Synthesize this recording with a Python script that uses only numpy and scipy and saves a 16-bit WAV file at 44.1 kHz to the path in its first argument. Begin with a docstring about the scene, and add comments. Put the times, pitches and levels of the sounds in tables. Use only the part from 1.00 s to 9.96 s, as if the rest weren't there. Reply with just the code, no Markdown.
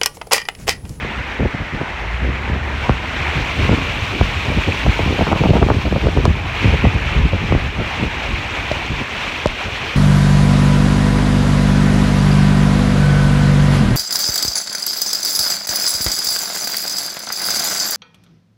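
"""Wading through a flooded street

Heard from a camera held out of a vehicle's window. Close by, the bow wave churns, rushes with
bubbles and throws spray; drops plink into the water and knock on the case. Farther off, an oncoming
car revs low as it ploughs past. Wind rumbles and flaps right on the microphone, and its sharpest
eddies pop against it."""
import sys
import numpy as np
from scipy import signal
from scipy.fft import rfft, irfft, next_fast_len
from scipy.io import wavfile
from scipy.ndimage import uniform_filter1d, minimum_filter1d

SR = 44100
rng = np.random.default_rng(int(sys.argv[2]) if len(sys.argv) > 2 else 0)


def generate_wav(signal):
    """Clip the signal to [-1, 1] and save it as 16-bit WAV at the path in sys.argv[1]."""
    frames = np.transpose(np.atleast_2d(signal))
    scaled = np.clip(frames, -1, 1) * 32767
    pcm = np.round(scaled).astype(np.int16)
    wavfile.write(sys.argv[1], SR, pcm)


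N = 395136
TIME = np.arange(N) / SR


# Water thrown aside by the wheels below the window, stronger once the vehicle gathers speed:
# (time [s], rush level [dB], spray level [dB])
BOW_WAVE_LEVELS = [(0, -30.5, -39), (.35, -32, -39.5), (.55, -34.5, -41), (1, -31.5, -40.5),
                   (1.45, -31.5, -40.5), (1.97, -32.5, -38.5), (2.17, -25, -33), (2.8, -26, -31.5),
                   (4.06, -25, -31), (4.6, -29.5, -33), (5.15, -31.5, -34.5), (5.4, -29.5, -37.5),
                   (5.8, -26, -34.5), (6.35, -28.5, -37), (6.75, -29, -36.5), (7.5, -26.5, -33),
                   (8.55, -28.5, -33.5), (8.96, -25.5, -31)]
# The wave piles up and breaks: (time [s], lift [dB])
WAVE_SURGES = [(1.85, 3.5), (2.2, 0), (2.63, 1.5), (5.63, 4.5), (6.12, 3), (6.5, 2.5), (6.95, 2.5),
               (7.3, 1), (7.72, 1), (8.27, 2.5), (8.76, 0.5)]

def bow_wave():
    """The wheels push up a wave close by; its churn, rush and spray all slosh together."""
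    rush_db, spray_db = curves(BOW_WAVE_LEVELS)
    surge_db = sum(db * bump(s, width_s=0.11) for s, db in WAVE_SURGES)
    rush_db += surge_db
    spray_db += 0.97 * surge_db
    water = churn(rush_db) + rush(rush_db) + spray(spray_db)
    slosh = amp(0.61 * drift(rate_hz=13))
    return slosh * water


# Spectrum of the churning water: (frequency [Hz], level [dB])
CHURN_COLOUR = [(100, -5), (250, 3), (500, -3.5), (750, -1), (1000, 0), (1350, -4.5), (1900, -3),
                (3500, -28)]

def churn(rush_db):
    """Large bubbles gurgle, following the rush and swelling as the oncoming car's wave meets ours."""
    full_rush_db = -24
    meeting_db = 2.5 * bump(1.8, width_s=0.52)
    churn_db = -27.5 + 0.48 * (rush_db - full_rush_db) + meeting_db
    gurgle = patchy_noise(patch_db=3.5, patch_hz=350, patch_s=0.096)
    gurgle += amp(-14) * bubbles(per_s=300, low_hz=373, high_hz=1716, cycles=6.73, spread_db=1.5)
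    return amp(churn_db) * coloured(gurgle, CHURN_COLOUR)


# Spectrum of the froth: (frequency [Hz], level [dB])
RUSH_COLOUR = [(500, -5.5), (1100, -4), (1600, -5.5), (2000, -1.5), (2370, 3), (2800, -2), (3500, -12.5),
               (4800, -30), (9000, -47)]

def rush(rush_db):
    """Small bubbles ring in the froth over an even hiss."""
    froth = patchy_noise(patch_db=0, patch_hz=800, patch_s=0.05)
    froth += amp(-7) * bubbles(per_s=1800, low_hz=1200.5, high_hz=4194, cycles=7.3, spread_db=1)
    return amp(rush_db) * coloured(froth, RUSH_COLOUR)


# Spectrum of the falling spray: (frequency [Hz], level [dB])
SPRAY_COLOUR = [(1500, -16), (2600, 9), (3300, 7.5), (4200, 2), (4850, -4), (5700, -4), (7500, -12.5),
                (9500, -20), (10500, -24.5), (11500, -23), (15500, -27)]

def spray(spray_db):
    """Fine drops fall back; their fizz is brightest while they fly close to the microphone."""
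    drops = patchy_noise(patch_db=1.17, patch_hz=2000, patch_s=0.018)
    drops += amp(-10) * bubbles(per_s=2500, low_hz=2930, high_hz=12800, cycles=2.2, spread_db=4.5)
    drops = coloured(drops, SPRAY_COLOUR)
    fizz = signal.oaconvolve(drops, signal.firwin(31, 9000, pass_zero=False, fs=SR), "same")
    fizz_db = -1.4 + 2.5 * bump(4.24, width_s=1.4)
    return amp(spray_db) * (drops + (amp(fizz_db) - 1) * fizz)


def bubbles(per_s, low_hz, high_hz, cycles, spread_db, rise=0.08, sizes=28):
    """Bubbles of many sizes ring briefly, each rising in pitch as it nears the surface."""
    out = np.zeros(N)
    for hz in np.geomspace(low_hz, high_hz, sizes):
        t = np.arange(0, 6 * cycles / hz, 1 / SR)
        age = t * hz / cycles  # in decay times
        ring = np.sin(2 * np.pi * hz * t * (1 + rise * age / 2)) * np.exp(-age)
        born = np.flatnonzero(rng.random(N) < per_s / sizes / SR)
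        strength = np.minimum(rng.exponential(1, N)[born], 4)
        train = np.zeros(N)
        train[born] = amp(spread_db * strength)
        out += hz * signal.oaconvolve(train, ring)[:N]
    return unit(out)


# Large drops landing close by: (time [s], level [dB], starting pitch [Hz], decay [s])
PLINKING_DROPS = [(3.37, -18, 2480, .006), (3.621, -22, 2520, .005), (3.722, -5, 2480, 0.0023)]

def plinks():
    """Each drop traps a bubble that rings and rises a little in pitch."""
    out, t = np.zeros(N), np.arange(0, 0.06, 1 / SR)
    attack = 1 - np.exp(-t / 0.00053)
    for s, db, hz, decay_s in PLINKING_DROPS:
        ring = np.sin(2 * np.pi * hz * t * (1 + 2 * t))
        add(out, s, amp(db) * ring * attack * np.exp(-t / decay_s))
    return out


# Drops that hit the camera: (time [s], peak [dB])
CASE_HITS = [(7.714, -5.5), (8.4595, 2.5)]
# Modes of its case: (frequency [Hz], relative level [dB], time to fall 60 dB [s])
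CASE_MODES = [(612, 2, 0.027), (99, -12, 0.031)]

def knocks():
    """A flying drop strikes the case, which gives a short hollow ring."""
    out, t = np.zeros(N), np.arange(0, 0.06, 1 / SR)
    ring = sum(amp(db - 60 * t / t60) * np.sin(2 * np.pi * hz * t) for hz, db, t60 in CASE_MODES)
    for s, db in CASE_HITS:
        add(out, s, amp(db) * ring / abs(ring).max())
    return out


# The oncoming car's engine as it passes: (time [s], firing rate [Hz], level [dB])
ENGINE_REVS = [(0.801, 42.14, -44), (1.03, 52.25, -30), (1.2, 60.9, -20.5), (1.45, 69.15, -26),
               (1.75, 71.4, -26), (1.97, 72.4, -39), (2.15, 73.7, -28), (2.8, 81, -36), (3.1, 80, -35)]
# Its partials: (frequency [multiple of the firing rate], relative level [dB])
ENGINE_ORDERS = [(1, -3), (1.5, -23), (2, -20), (3, -19)]

def oncoming_engine():
    """The low, wavering drone of an engine pulling against the water."""
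    hz, db = curves(ENGINE_REVS)
    firings = np.cumsum(hz * (1 + 0.0037 * drift(rate_hz=15))) / SR
    drone = sum(amp(level) * np.sin(2 * np.pi * order * firings) for order, level in ENGINE_ORDERS)
    start_s, end_s, fade_s = ENGINE_REVS[0][0], ENGINE_REVS[-1][0], 0.1
    fade = np.clip(np.minimum(TIME - start_s, end_s - TIME) / fade_s, 0, 1)
    return fade * amp(db + 1.9 * drift(rate_hz=15)) * unit(drone)


# Wash around the oncoming car, heard from the window: (time [s], level [dB])
WASH_LEVELS = [(0, -31), (1.5, -31.5), (2, -37), (2.3, -29.5), (2.7, -49), (8.96, -68)]
# Its spectrum, duller for the distance: (frequency [Hz], level [dB])
WASH_COLOUR = [(500, -1.5), (1200, 2.5), (1600, 5.5), (2100, 9), (2700, -13), (4000, -19), (7000, -33),
               (11000, -48)]

def oncoming_wash():
    """The oncoming car's bow wave draws near and falls behind."""
    wash_db, = curves(WASH_LEVELS)
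    froth = patchy_noise(patch_db=1, patch_hz=600, patch_s=0.05)
    return amp(wash_db) * coloured(froth, WASH_COLOUR)


# Gusts on the microphone, levels before their trims:
# (centre time [s], length [s], push level [dB], flutter level [dB])
MIC_GUSTS = [(0.035, 0.037, -28, -28), (0.19, 0.044, -23.5, -32), (0.413, 0.045, -21, -22),
             (0.447, 0.052, -21.5, -21), (0.551, 0.023, -27, -24.5), (0.609, 0.035, -22.5, -26.5),
             (0.742, 0.035, -22, -30), (0.818, 0.049, -26, -29.5), (1.262, 0.1, -24.5, -27),
             (1.523, 0.099, -26, -25.5), (1.911, 0.051, -17.5, -24.5), (2.384, 0.073, -17.5, -25),
             (2.626, 0.11, -19.5, -23.5), (2.716, 0.057, -15, -16.5), (2.78, 0.027, -19.5, -21.5),
             (3.216, 0.035, -8, -25.5), (3.488, 0.082, -24, -23.5), (3.573, 0.047, -18.5, -18.5),
             (3.686, 0.042, -20, -18.5), (3.873, 0.052, -10, -20.5), (4.007, 0.02, -23, -23.5),
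             (4.107, 0.1, -19.5, -20), (4.211, 0.045, -19, -16.0), (4.28, 0.032, -30, -20),
             (4.341, 0.07, -22.5, -16.0), (4.414, 0.028, -17.0, -15), (4.46, 0.024, -15.5, -11.5),
             (4.501, 0.029, -9, -9.5), (4.562, 0.077, -20, -17), (4.626, 0.026, -13, -12.5),
             (4.661, 0.02, -16, -16.5), (4.706, 0.031, -16.5, -12), (4.763, 0.069, -19, -20.5),
             (4.865, 0.039, -20, -19.5), (4.927, 0.03, -13.5, -19.5), (4.966, 0.029, -17, -18.0),
             (5.066, 0.061, -18, -17), (5.185, 0.064, -15, -18.5), (5.279, 0.082, -13, -18),
             (5.664, 0.074, -12.5, -17), (5.739, 0.034, -18, -17.5), (5.86, 0.053, -11.5, -14.5),
             (5.95, 0.022, -10.5, -29.0), (6.186, 0.074, -12, -36), (6.256, 0.023, -12.5, -19),
             (6.343, 0.04, -18, -18.5), (6.44, 0.045, -20, -28), (6.536, 0.083, -16, -21),
             (6.667, 0.05, -23.5, -32), (6.803, 0.049, -21.5, -21), (7.028, 0.12, -25, -25),
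             (7.312, 0.07, -18.5, -37), (7.918, 0.046, -19.5, -27.5), (8.009, 0.019, -22, -24.0),
             (8.665, 0.03, -24, -32)]

def gusts():
    """Each gust is a ragged flutter with a low push just behind it; returns (pushes, flutters)."""
    push_lag_s, push_trim_db, flutter_trim_db = 0.00502, 0.5, 3
    pushes, flutters, pressure = np.zeros(N), np.zeros(N), air_pressure()
    turbulence = rng.standard_normal(N) * amp(6 * drift(rate_hz=126))
    turbulence = butter(steady(turbulence, window_s=0.0298), 91.5, "high")
    for s, length, push_db, flutter_db in MIC_GUSTS:
        near = abs(TIME - s) < length
        edge_hz = 242 * 2 ** ((flutter_db - push_db) / 7.5)  # brighter as flutter outweighs push
        flutter = butter(turbulence[near], 0.34 * edge_hz, "low", order=1)
        flutter = butter(flutter, 2.63 * edge_hz, "low", order=3)
        add(flutters, s - length, amp(flutter_db + flutter_trim_db) * burst(flutter, length))
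        add(pushes, s - length + push_lag_s, amp(push_db + push_trim_db) * burst(pressure[near], length))
    return pushes, flutters


# Single eddies that hit the microphone port: (time [s], swing peak [dB], slowing [per cycle])
PORT_EDDIES = [(.405, -9.5, 0.8), (0.456, -8.5, 0.82), (.813, -10.5, 0.53), (1.8943, 1, 1.13),
               (2.693, -6.5, 0.65), (2.73, -10, 0.75), (3.212, -3, 0.93), (3.864, -8, 0.4),
               (3.992, -8, 0.49), (4.191, -8, 0.49), (4.21, -7, 0.55), (4.316, -7.5, 0.34),
               (4.329, -1.5, 0.48), (4.437, -4.5, 0.55), (4.534, -10, 0.25), (4.568, -6, .55),
               (4.628, -2.5, 0.58), (4.687, -7.5, 0.44), (4.702, -1.5, 0.42), (4.925, -9.5, .65),
               (4.961, -9, 0.4), (5.173, -6, 0.99), (5.254, -3.5, 0.51), (5.852, -5.5, 0.44),
               (6.333, -9.5, .9), (6.523, -3, 1.07), (6.55, -4, 1.74), (7.035, -10, 1.17),
               (7.7127, -13, 1.23), (8.4577, -0.5, 1.44)]

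def eddies():
    """An eddy's pressure swing starts fast and slows within a few cycles: a dull pop, ragged tail."""
    out, t = np.zeros(N), np.arange(0, 0.05, 1 / SR)
    for s, db, slowing in PORT_EDDIES:
        start_hz = 1790 * 2 ** (db / 8.5)  # weaker eddies start lower
        decay_s = 0.008 * slowing ** 0.98  # one that slows more lasts longer
        tail_gain = amp(-16) / slowing ** 1.16  # and is rounder
        cycles = np.log(1 + slowing * start_hz * t) / slowing
        attack = 1 - np.exp(-cycles / 0.19)
        swing = np.sin(2 * np.pi * cycles) * attack * np.exp(-t / decay_s)
        ragged_air = unit(butter(rng.standard_normal(len(t)), 0.79 * start_hz, "low", order=4))
        tail = ragged_air * attack * np.exp(-t / 0.0082)
        add(out, s, amp(db) * (swing / abs(swing).max() + tail_gain * tail))
    return out


# Peaks and dips of the microphone port: (frequency [Hz], width [Hz], gain [dB])
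PORT_BANDS = [(133, 36, 2), (340, 110, -2), (597, 88, -1)]

def mic_port(x):
    """The small cavity in front of the microphone makes gusts sound hollow."""
    for hz, width, db in PORT_BANDS:
        band = signal.lfilter(*signal.iirpeak(hz, hz / width, fs=SR), x)
        x = x + (amp(db) - 1) * band
    return x


# Thin ticks that come with a few of the eddies: (time [s], peak [dB], upper edge [Hz])
EDDY_TICKS = [(5.254, -5.5, 15000), (7.7185, -11.5, 7000), (8.4613, -4.5, 11000), (8.472, -6, 15000),
              (8.4832, -19, 9000)]
# Their spectrum: (frequency [Hz], level [dB])
TICK_COLOUR = [(500, -17), (1500, -17), (3500, 7), (5500, 2), (8500, -9), (12500, -22), (15500, -27)]

def ticks():
    """Sub-millisecond crackles right at the microphone."""
    out, size = np.zeros(N), 256
    snap = coloured(signal.unit_impulse(size, "mid"), TICK_COLOUR)
    for s, db, edge_hz in EDDY_TICKS:
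        tick = butter(snap, edge_hz, "low")
        add(out, s - size / 2 / SR, amp(db) * tick / abs(tick).max())
    return out


# Air streaming over the microphone outside the window: (time [s], level [dB])
AIR_STREAM = [(0, -32), (.7, -36), (1.05, -30.5), (1.55, -25.5), (2, -29.5), (2.6, -26.5), (3.35, -24.5),
              (4.3, -25.5), (5.2, -21.5), (5.45, -25.5), (6.1, -19.5), (6.65, -26.5), (6.9, -29.5),
              (7.8, -29), (8.3, -38.5), (8.96, -34)]

def wind_rumble():
    """The air stream rumbles, in small random puffs."""
    air_db, = curves(AIR_STREAM)
    puffs_db = 3 * drift(rate_hz=22)
    return amp(air_db + puffs_db) * air_pressure()


# Spectrum of wind on the microphone: (frequency [Hz], level [dB])
WIND_COLOUR = [(20, -34), (35, -8.5), (50, 3), (80, 2), (130, -5), (250, -19), (500, -26), (1200, -58)]

def air_pressure():
    """Low pressure noise of moving air, rms 1."""
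    return steady(coloured(rng.standard_normal(N), WIND_COLOUR), window_s=0.071)


def patchy_noise(patch_db, patch_hz, patch_s, size=512):
    """Noise that swells in small patches of time and pitch, like clouds of bubbles."""
    hz, t, spectrum = signal.stft(rng.standard_normal(N), SR, nperseg=size)
    across, along = np.fft.fftfreq(len(hz), hz[1])[:, None], np.fft.rfftfreq(len(t), t[1])
    blur = np.exp(-(across * patch_hz) ** 2 - (along * patch_s) ** 2)
    speckle = rng.standard_normal(spectrum.shape)
    patches = unit(np.fft.irfft2(np.fft.rfft2(speckle) * blur, spectrum.shape))
    _, noise = signal.istft(spectrum * amp(patch_db * patches), SR, nperseg=size)
    return unit(noise[:N])


def drift(rate_hz):
    """Random wavering, mostly slower than rate_hz; rms 1."""
    f = np.fft.rfftfreq(N, 1 / SR)
    return unit(irfft(rfft(rng.standard_normal(N)) / (1 + (f / rate_hz) ** 4), N))


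def steady(x, window_s):
    """Evens out the slow swings of a noise and keeps its fast flutter."""
    power = uniform_filter1d(x ** 2, max(int(window_s * SR), 1))
    return unit(x / np.sqrt(abs(power) + 1e-9))


def burst(noise, length_s):
    """Shapes noise into a burst that starts and stops abruptly, rms 1 at its height."""
    t = (np.arange(len(noise)) - len(noise) / 2) / SR
    swell = np.exp(-abs(t / (0.52 * length_s)) ** 4)
    return unit(swell * noise) * np.sqrt(np.mean(swell ** 2))


def coloured(x, colour):
    """Filters by a spectrum on a log-frequency axis, rolling off above its last point; rms 1."""
    hz, db = np.transpose(colour)
    size = next_fast_len(len(x))
    f = np.fft.rfftfreq(size, 1 / SR)
    gain = amp(np.interp(np.log(f + 1), np.log(hz), db)) / np.maximum(f / hz[-1], 1) ** 2
    return unit(irfft(rfft(x, size) * gain, size)[:len(x)])


def butter(x, hz, kind, order=2):
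    """A smooth low-pass or high-pass."""
    return signal.sosfilt(signal.butter(order, min(hz, SR / 2 - 1), kind, fs=SR, output="sos"), x)


def bump(centre_s, width_s):
    """A smooth rise and fall of height 1."""
    return np.exp(-((TIME - centre_s) / width_s) ** 2)


def curves(rows):
    """Each column of a table, joined by straight lines in time."""
    s, *columns = np.transpose(rows)
    return [np.interp(TIME, s, column) for column in columns]


def add(mix, s, sound):
    """Lays a sound into the mix at a time."""
    part = mix[max(round(s * SR), 0):][:len(sound)]
    part += sound[:len(part)]


def amp(db):
    """Decibels to gain."""
    return 10 ** (np.asarray(db) / 20)


def unit(x):
    """Scales to rms 1."""
    return x / np.sqrt(np.mean(x ** 2) + 1e-20)


def scene():
    """Water, engine and wind at one microphone outside the window."""
    flood = bow_wave() + oncoming_wash() + plinks() + knocks()
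    pushes, flutters = gusts()
    wind = wind_rumble() + pushes + mic_port(flutters + eddies()) + ticks()
    return (flood + oncoming_engine() + wind)[None]


def record(dry):
    """The camera cuts the bass, quickly limits the hardest peaks and trims the top of the band."""
    ceiling_db, recovery_db_per_s, edge_hz = -0.32, 160, 15750
    x = butter(dry[0], 32, "high", order=4)
    over_db = np.maximum(20 * np.log10(abs(x) + 1e-9) - ceiling_db, 0)
    recovery_db = TIME * recovery_db_per_s
    duck_db = np.maximum.accumulate(over_db + recovery_db) - recovery_db
    gain = minimum_filter1d(amp(-duck_db), size=97)  # ducks just ahead of each peak
    gain = uniform_filter1d(uniform_filter1d(gain, size=49), size=49)
    band_limit = signal.firwin(511, edge_hz, window=("kaiser", 9), fs=SR)
    return signal.oaconvolve(x * gain, band_limit, "same")[None]


dry = scene()
out = record(dry)
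generate_wav(out)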